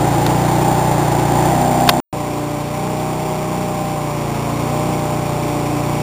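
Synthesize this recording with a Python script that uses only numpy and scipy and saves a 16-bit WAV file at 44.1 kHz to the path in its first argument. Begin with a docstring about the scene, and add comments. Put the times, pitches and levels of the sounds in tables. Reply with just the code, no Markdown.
"""A single-cylinder engine drives a welder under a boat on blocks; its speed hunts around 30 firings a second.
First it is heard close to the arc: engine orders, clatter and fan whine, with spits of molten metal that ring
the steel, the last an overloading crack. A short silence follows while the camera pauses.
Then the engine is heard from across the yard, where its low booms carry.
Throughout, the camera holds each sample of a slow rate, and the spectral images add a gritty treble."""
import sys
import numpy as np
from scipy import signal
from scipy.fft import rfft, irfft, next_fast_len
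from scipy.io import wavfile
from scipy.ndimage import uniform_filter1d, map_coordinates

SR = 44100
rng = np.random.default_rng(int(sys.argv[2]) if len(sys.argv) > 2 else 0)


def to_wav(s):
    """Save 16-bit WAV."""
    ch = np.atleast_2d(s).T  # columns
    pcm = np.round(np.clip(ch, -1, 1) * 32767)  # PCM
    wavfile.write(sys.argv[1], SR, pcm.astype(np.int16))


N = 265482

# engine speed at each spot: (time [s], firing rate [1/s])
SPEED_NEAR = [(0.0, 28.79), (0.15, 28.88), (0.43, 30.1), (0.69, 30.49), (1.11, 29.32), (1.3, 29.27),
              (1.55, 31.11), (2.0, 31.07)]
SPEED_FAR = [(2.13, 29.96), (2.65, 29.51), (2.88, 30.69), (3.13, 31.23), (3.96, 30.18), (4.35, 28.68),
             (4.54, 28.92), (4.73, 30.22), (4.92, 30.45), (5.35, 29.64), (5.71, 29.52), (6.02, 29.96)]
# engine orders at each spot: (multiple of firing rate [-], relative level [dB])
ORDERS_NEAR = [(2, -32), (3, -36.5), (4, -23), (5, -21.5), (6, -26.5), (7, -36), (8, -37.5), (9, -35.5),
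               (10, -30.5), (11, -29), (12, -29), (13, -40), (14, -52), (16, -37.5), (17, -52), (18, -33.5),
               (20, -33), (21, -51), (22, -34.5), (23, -37), (24, -48), (25, -36), (27, -36), (29, -28.5),
               (30, -42), (31, -35), (33, -39.5), (34, -34.5)]
ORDERS_FAR = [(2, -38), (3, -41), (4, -29.5), (5, -26.5), (6, -32.5), (7, -38), (8, -34), (9, -47),
              (10, -31.5), (11, -37), (12, -39.5), (13, -39), (14, -36), (15, -44), (16, -40), (17, -46.5),
              (18, -44.5), (23, -42.5), (24, -40.5), (25, -36), (28, -39), (29, -40.5), (31, -48.5),
              (36, -44.5)]
# spectrum of the mechanical clatter at each spot: (frequency [Hz], relative level [dB])
CLATTER_NEAR = [(30, -20), (60, -23.5), (120, -15.5), (200, -11), (320, 0), (480, -10.5), (620, -6.5),
                (830, -2), (1050, -11), (1400, -16.5), (1800, -17.5), (2300, -19.5), (3000, -24.5),
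                (3800, -20.5)]
CLATTER_FAR = [(30, -15), (60, -14), (120, -11.5), (200, -7.5), (320, 0.5), (480, -5.5), (620, -5),
               (830, -4), (1050, -2), (1400, -13.5), (1800, -17), (2300, -10.5), (3000, -18.5),
               (3800, -16.5)]
# housing resonances: (multiple of firing rate [-], relative level [dB], resonance [Hz], width [Hz])
HOUSING_LINES = [(8, -24, 249, 3.9), (20, -30, 622, 8.6), (23, -25, 716, 15), (25, -26, 778, 11)]
# load on the engine while the arc draws current: (start [s], end [s])
WELDS = [(-1, 1.4), (4, 7)]
# level laws of exhaust and clatter:
# (welding [dB], speed [dB per firing/s], acceleration [dB per firing/s gained each second])
EXHAUST_LAW = (2.1, 0.33, 0.17)
CLATTER_LAW = (1.08, 0.19, 0.058)
# spits of the arc: (time [s], level [dB], 60 dB decay time [s])
SPITS = [(0.2651, -10, .012), (0.3047, -21, .008), (0.418, -20, .008), (1.1977, -17, .008),
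         (1.8019, -16, 0.0074), (1.878, -12, 0.014), (1.8908, 11, 0.018)]
# spectrum of a spit: (frequency [Hz], relative level [dB])
SPIT_SPECTRUM = [(100, -21), (500, -0.5), (1100, 3.5), (2000, -0.5), (3000, -.5), (3900, 3)]
# modes of the steel that a spit rings: (frequency [Hz], level relative to the spit [dB], 60 dB decay time [s])
STEEL_MODES = [(1033, -9.5, 0.029), (1532, -10.5, 0.024), (2746, -13, 0.034)]
# fan whine at each spot: (multiple of firing rate [-], level [dB], resonance [Hz], width [Hz])
FAN_NEAR = [(26, -23.5, 793, 80), (28, -28, 826, 130)]
FAN_FAR = [(20, -28, 603, 57), (26, -28.5, 787, 34), (34, -35, 1026, 38)]
# booms that carry across the yard: (multiple of firing rate [-], level [dB], resonance [Hz], width [Hz])
BOOM_LINES = [(6, -24, 184, 6), (12, -35, 373, 12), (14, -33.5, 432, 26)]
# pause of the camera between the two spots: (start [s], end [s])
PAUSE = (2.002, 2.128)

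# the governor answers a change of load late and gradually
GOVERNOR_LAG_S, GOVERNOR_EASE_S = 0.2, 0.23
CAMERA_HZ = 8000  # sample rate of the camera
TOP_HZ = 15520  # upper limit of the held sound


def engine(speeds, orders, spectrum, first_firing_s, orders_db, clatter_db, housing_db,
           smear, dispersion, sixfold_db, firing_db):
    """Periodic excitation: orders, clatter and housing lines share one phase, the integral of the firing rate."""
    times, rates = np.transpose(speeds)
    speed = np.interp(np.arange(N) / SR, times, rates)
    cycle = np.cumsum(speed) / SR
    # whole numbers of the cycle count mark the firings
    cycle -= np.interp(first_firing_s * SR, np.arange(N), cycle)
    exhaust_effort = effort_db(speed, EXHAUST_LAW)
    clatter_effort = effort_db(speed, CLATTER_LAW)
    tones = engine_orders(orders, cycle, exhaust_effort, clatter_effort, smear, dispersion)
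    rattle = clatter(spectrum, cycle, sixfold_db, firing_db, scatter_db=0.3)
    housing = resonant_lines(HOUSING_LINES, speed, cycle)
    mix = amp(orders_db) * tones
    mix += amp(clatter_db + clatter_effort) * rattle
    mix += amp(housing_db) * housing
    return mix, speed, cycle


def engine_orders(orders, cycle, exhaust_db, clatter_db, smear, dispersion):
    """Fourier synthesis: phased low orders sum to one exhaust thud per firing; high ones whine as running gear."""
    numbers, levels = np.transpose(orders)
    pulse_phases = minimum_phase(numbers, levels)
    out = np.zeros(N)
    for k, db in zip(np.round(numbers).astype(int), levels):
        is_thud = k < 13
        # the muffler lets the upper orders out later, which draws out the thud
        delay_phase = dispersion * max(k - 6, 0) ** 2
        phase = pulse_phases[k] - delay_phase if is_thud else rng.uniform(0, 2 * np.pi)
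        # uneven combustion unsteadies the high orders most
        unsteady = smear * min(k / 10, 1)
        effort = exhaust_db if is_thud else clatter_db
        level = db + effort + 7 * unsteady * wobble(3.98)
        phase_wander = unsteady * wobble(9)
        out += amp(level) * np.cos(2 * np.pi * k * cycle + phase + phase_wander)
    return -np.sqrt(2) * out


def minimum_phase(orders, db, size=256):
    """Minimum-phase principle: the log spectrum fixes the phases of a pulse that starts sharply and rings out."""
    log_gain = np.interp(np.arange(size // 2 + 1), orders, np.log(amp(db)))
    log_gain[:2] = log_gain.min()
    cepstrum = irfft(log_gain)
    causal = 2 * cepstrum * (np.arange(size) < size // 2)
    return rfft(causal).imag


def clatter(spectrum, cycle, sixfold_db, firing_db, scatter_db):
    """Amplitude modulation: noise swells once per firing and, slightly and unevenly, six times per firing."""
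    sixth = np.floor(6 * cycle).astype(int)
    unevenness = rng.standard_normal(2048)[sixth]
    sixfold_swell = np.cos(2 * np.pi * (6 * cycle - 1 / 3))
    firing_swell = np.cos(2 * np.pi * (cycle - 0.12))
    swell_db = sixfold_db * sixfold_swell + firing_db * firing_swell + scatter_db * unevenness
    return unit(noise(spectrum) * amp(swell_db))


def effort_db(speed, law):
    """Load dependence: the engine is louder when it feeds the arc, runs fast or gathers speed."""
    weld_db, speed_db, pickup_db = law
    t = np.arange(N) / SR - GOVERNOR_LAG_S
    welding = sum(1.0 * ((t > start) & (t < end)) for start, end in WELDS)
    acceleration = np.gradient(speed) * SR
    effort = weld_db * (welding - 0.5)
    effort += speed_db * (speed - speed.mean())
    effort += pickup_db * acceleration
    return uniform_filter1d(effort, max(int(GOVERNOR_EASE_S * SR), 1))


def arc():
    """Impulsive excitation: molten metal bursts out in decaying cracks of noise that briefly ring the steel."""
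    out, hiss = np.zeros(N), noise(SPIT_SPECTRUM)
    t = np.arange(SR // 10) / SR
    for start_s, db, t60 in SPITS:
        first = round(start_s * SR)
        span = slice(first, first + len(t))
        crack = hiss[span] * amp(-60 * t / t60)
        ring = np.zeros(len(t))
        for hz, mode_db, mode_t60 in STEEL_MODES:
            ring += amp(mode_db - 60 * t / mode_t60) * np.sin(2 * np.pi * hz * t)
        out[span] += amp(db) * (crack + ring)
    return out


def resonant_lines(lines, speed, cycle):
    """Forced resonance: each unsteady multiple of the firing rate swells as speed carries it through its resonance."""
    out = np.zeros(N)
    for order, db, centre_hz, width_hz in lines:
        k = round(order)
        detuning = 2 * (k * speed - centre_hz) / width_hz
        swell = 1 / (1 + detuning ** 2)
        strength = swell * amp(db + 0.74 * wobble(10))
        out += strength * np.sin(2 * np.pi * k * cycle + 0.19 * wobble(16))
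    return np.sqrt(2) * out


def noise(spectrum):
    """Spectral shaping: white noise is filtered to a spectrum within the camera's band, at rms 1."""
    f, db = np.transpose(spectrum)

    def response(hz):
        level = np.interp(np.log(hz + 1), np.log(f), db)
        return amp(level) * (hz < CAMERA_HZ / 2)

    return unit(filtered(rng.standard_normal(N), response))


def wobble(rate):
    """Band-limited fluctuation: a smooth curve through random knots, rate of them a second."""
    knots = rng.standard_normal(int(N * rate / SR) + 4)
    return map_coordinates(knots, [np.arange(N) * rate / SR])


def filtered(x, response):
    """Linear filtering: the spectrum of x is multiplied by a response of frequency."""
    m = next_fast_len(N + 8192)
    return irfft(rfft(x, m) * response(np.fft.rfftfreq(m, 1 / SR)), m)[:N]


def amp(db):
    """Logarithmic level: decibels become an amplitude ratio."""
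    return 10 ** (np.asarray(db) / 20)


def unit(x):
    """Power normalisation: x is scaled to rms 1."""
    return x / np.sqrt(np.mean(x ** 2) + 1e-20)


def scene():
    """Superposition: engine, fan and arc add up close by; then engine, fan and booms add up across the yard."""
    near, speed, cycle = engine(
        SPEED_NEAR, ORDERS_NEAR, CLATTER_NEAR, first_firing_s=0.00698,
        orders_db=-1.0, clatter_db=-19.5, housing_db=1.5,
        smear=0.25, dispersion=0.296, sixfold_db=0.3, firing_db=0.63)
    near = near + resonant_lines(FAN_NEAR, speed, cycle)
    far, speed, cycle = engine(
        SPEED_FAR, ORDERS_FAR, CLATTER_FAR, first_firing_s=2.1366,
        orders_db=0.4, clatter_db=-25.5, housing_db=-11,
        smear=0.3, dispersion=0.5, sixfold_db=1.0, firing_db=0.5)
    far = far + resonant_lines(FAN_FAR, speed, cycle)
    far = far + resonant_lines(BOOM_LINES, speed, cycle)
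    is_near = np.arange(N) < PAUSE[1] * SR
    return np.where(is_near, near + arc(), far)[None]


def gain_control(x, threshold, depth, release_s):
    """Dynamic compression: an overload pulls the gain down at once, and the gain creeps back."""
    t = np.arange(len(x)) / CAMERA_HZ
    excess = np.log(np.maximum(np.abs(x) / threshold, 1))
    # running peak that decays exponentially
    held = np.maximum.accumulate(excess * np.exp(t / release_s)) * np.exp(-t / release_s)
    return x * np.exp(-depth * held)


def record(dry):
    """Sample and hold: the camera samples slowly, clips, pauses and holds, mirroring sound into the treble."""
    slow = signal.resample_poly(dry[0], CAMERA_HZ, SR)
    slow = gain_control(slow, threshold=0.96, depth=0.17, release_s=1.0)
    slow = np.clip(slow, -1, 1)
    n = np.arange(N)
    running = (n < PAUSE[0] * SR) | (n > PAUSE[1] * SR)
    held = slow[(n * CAMERA_HZ // SR).astype(int)] * running
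    return filtered(held, lambda hz: hz < TOP_HZ)[None]


dry = scene()
out = record(dry)
to_wav(out)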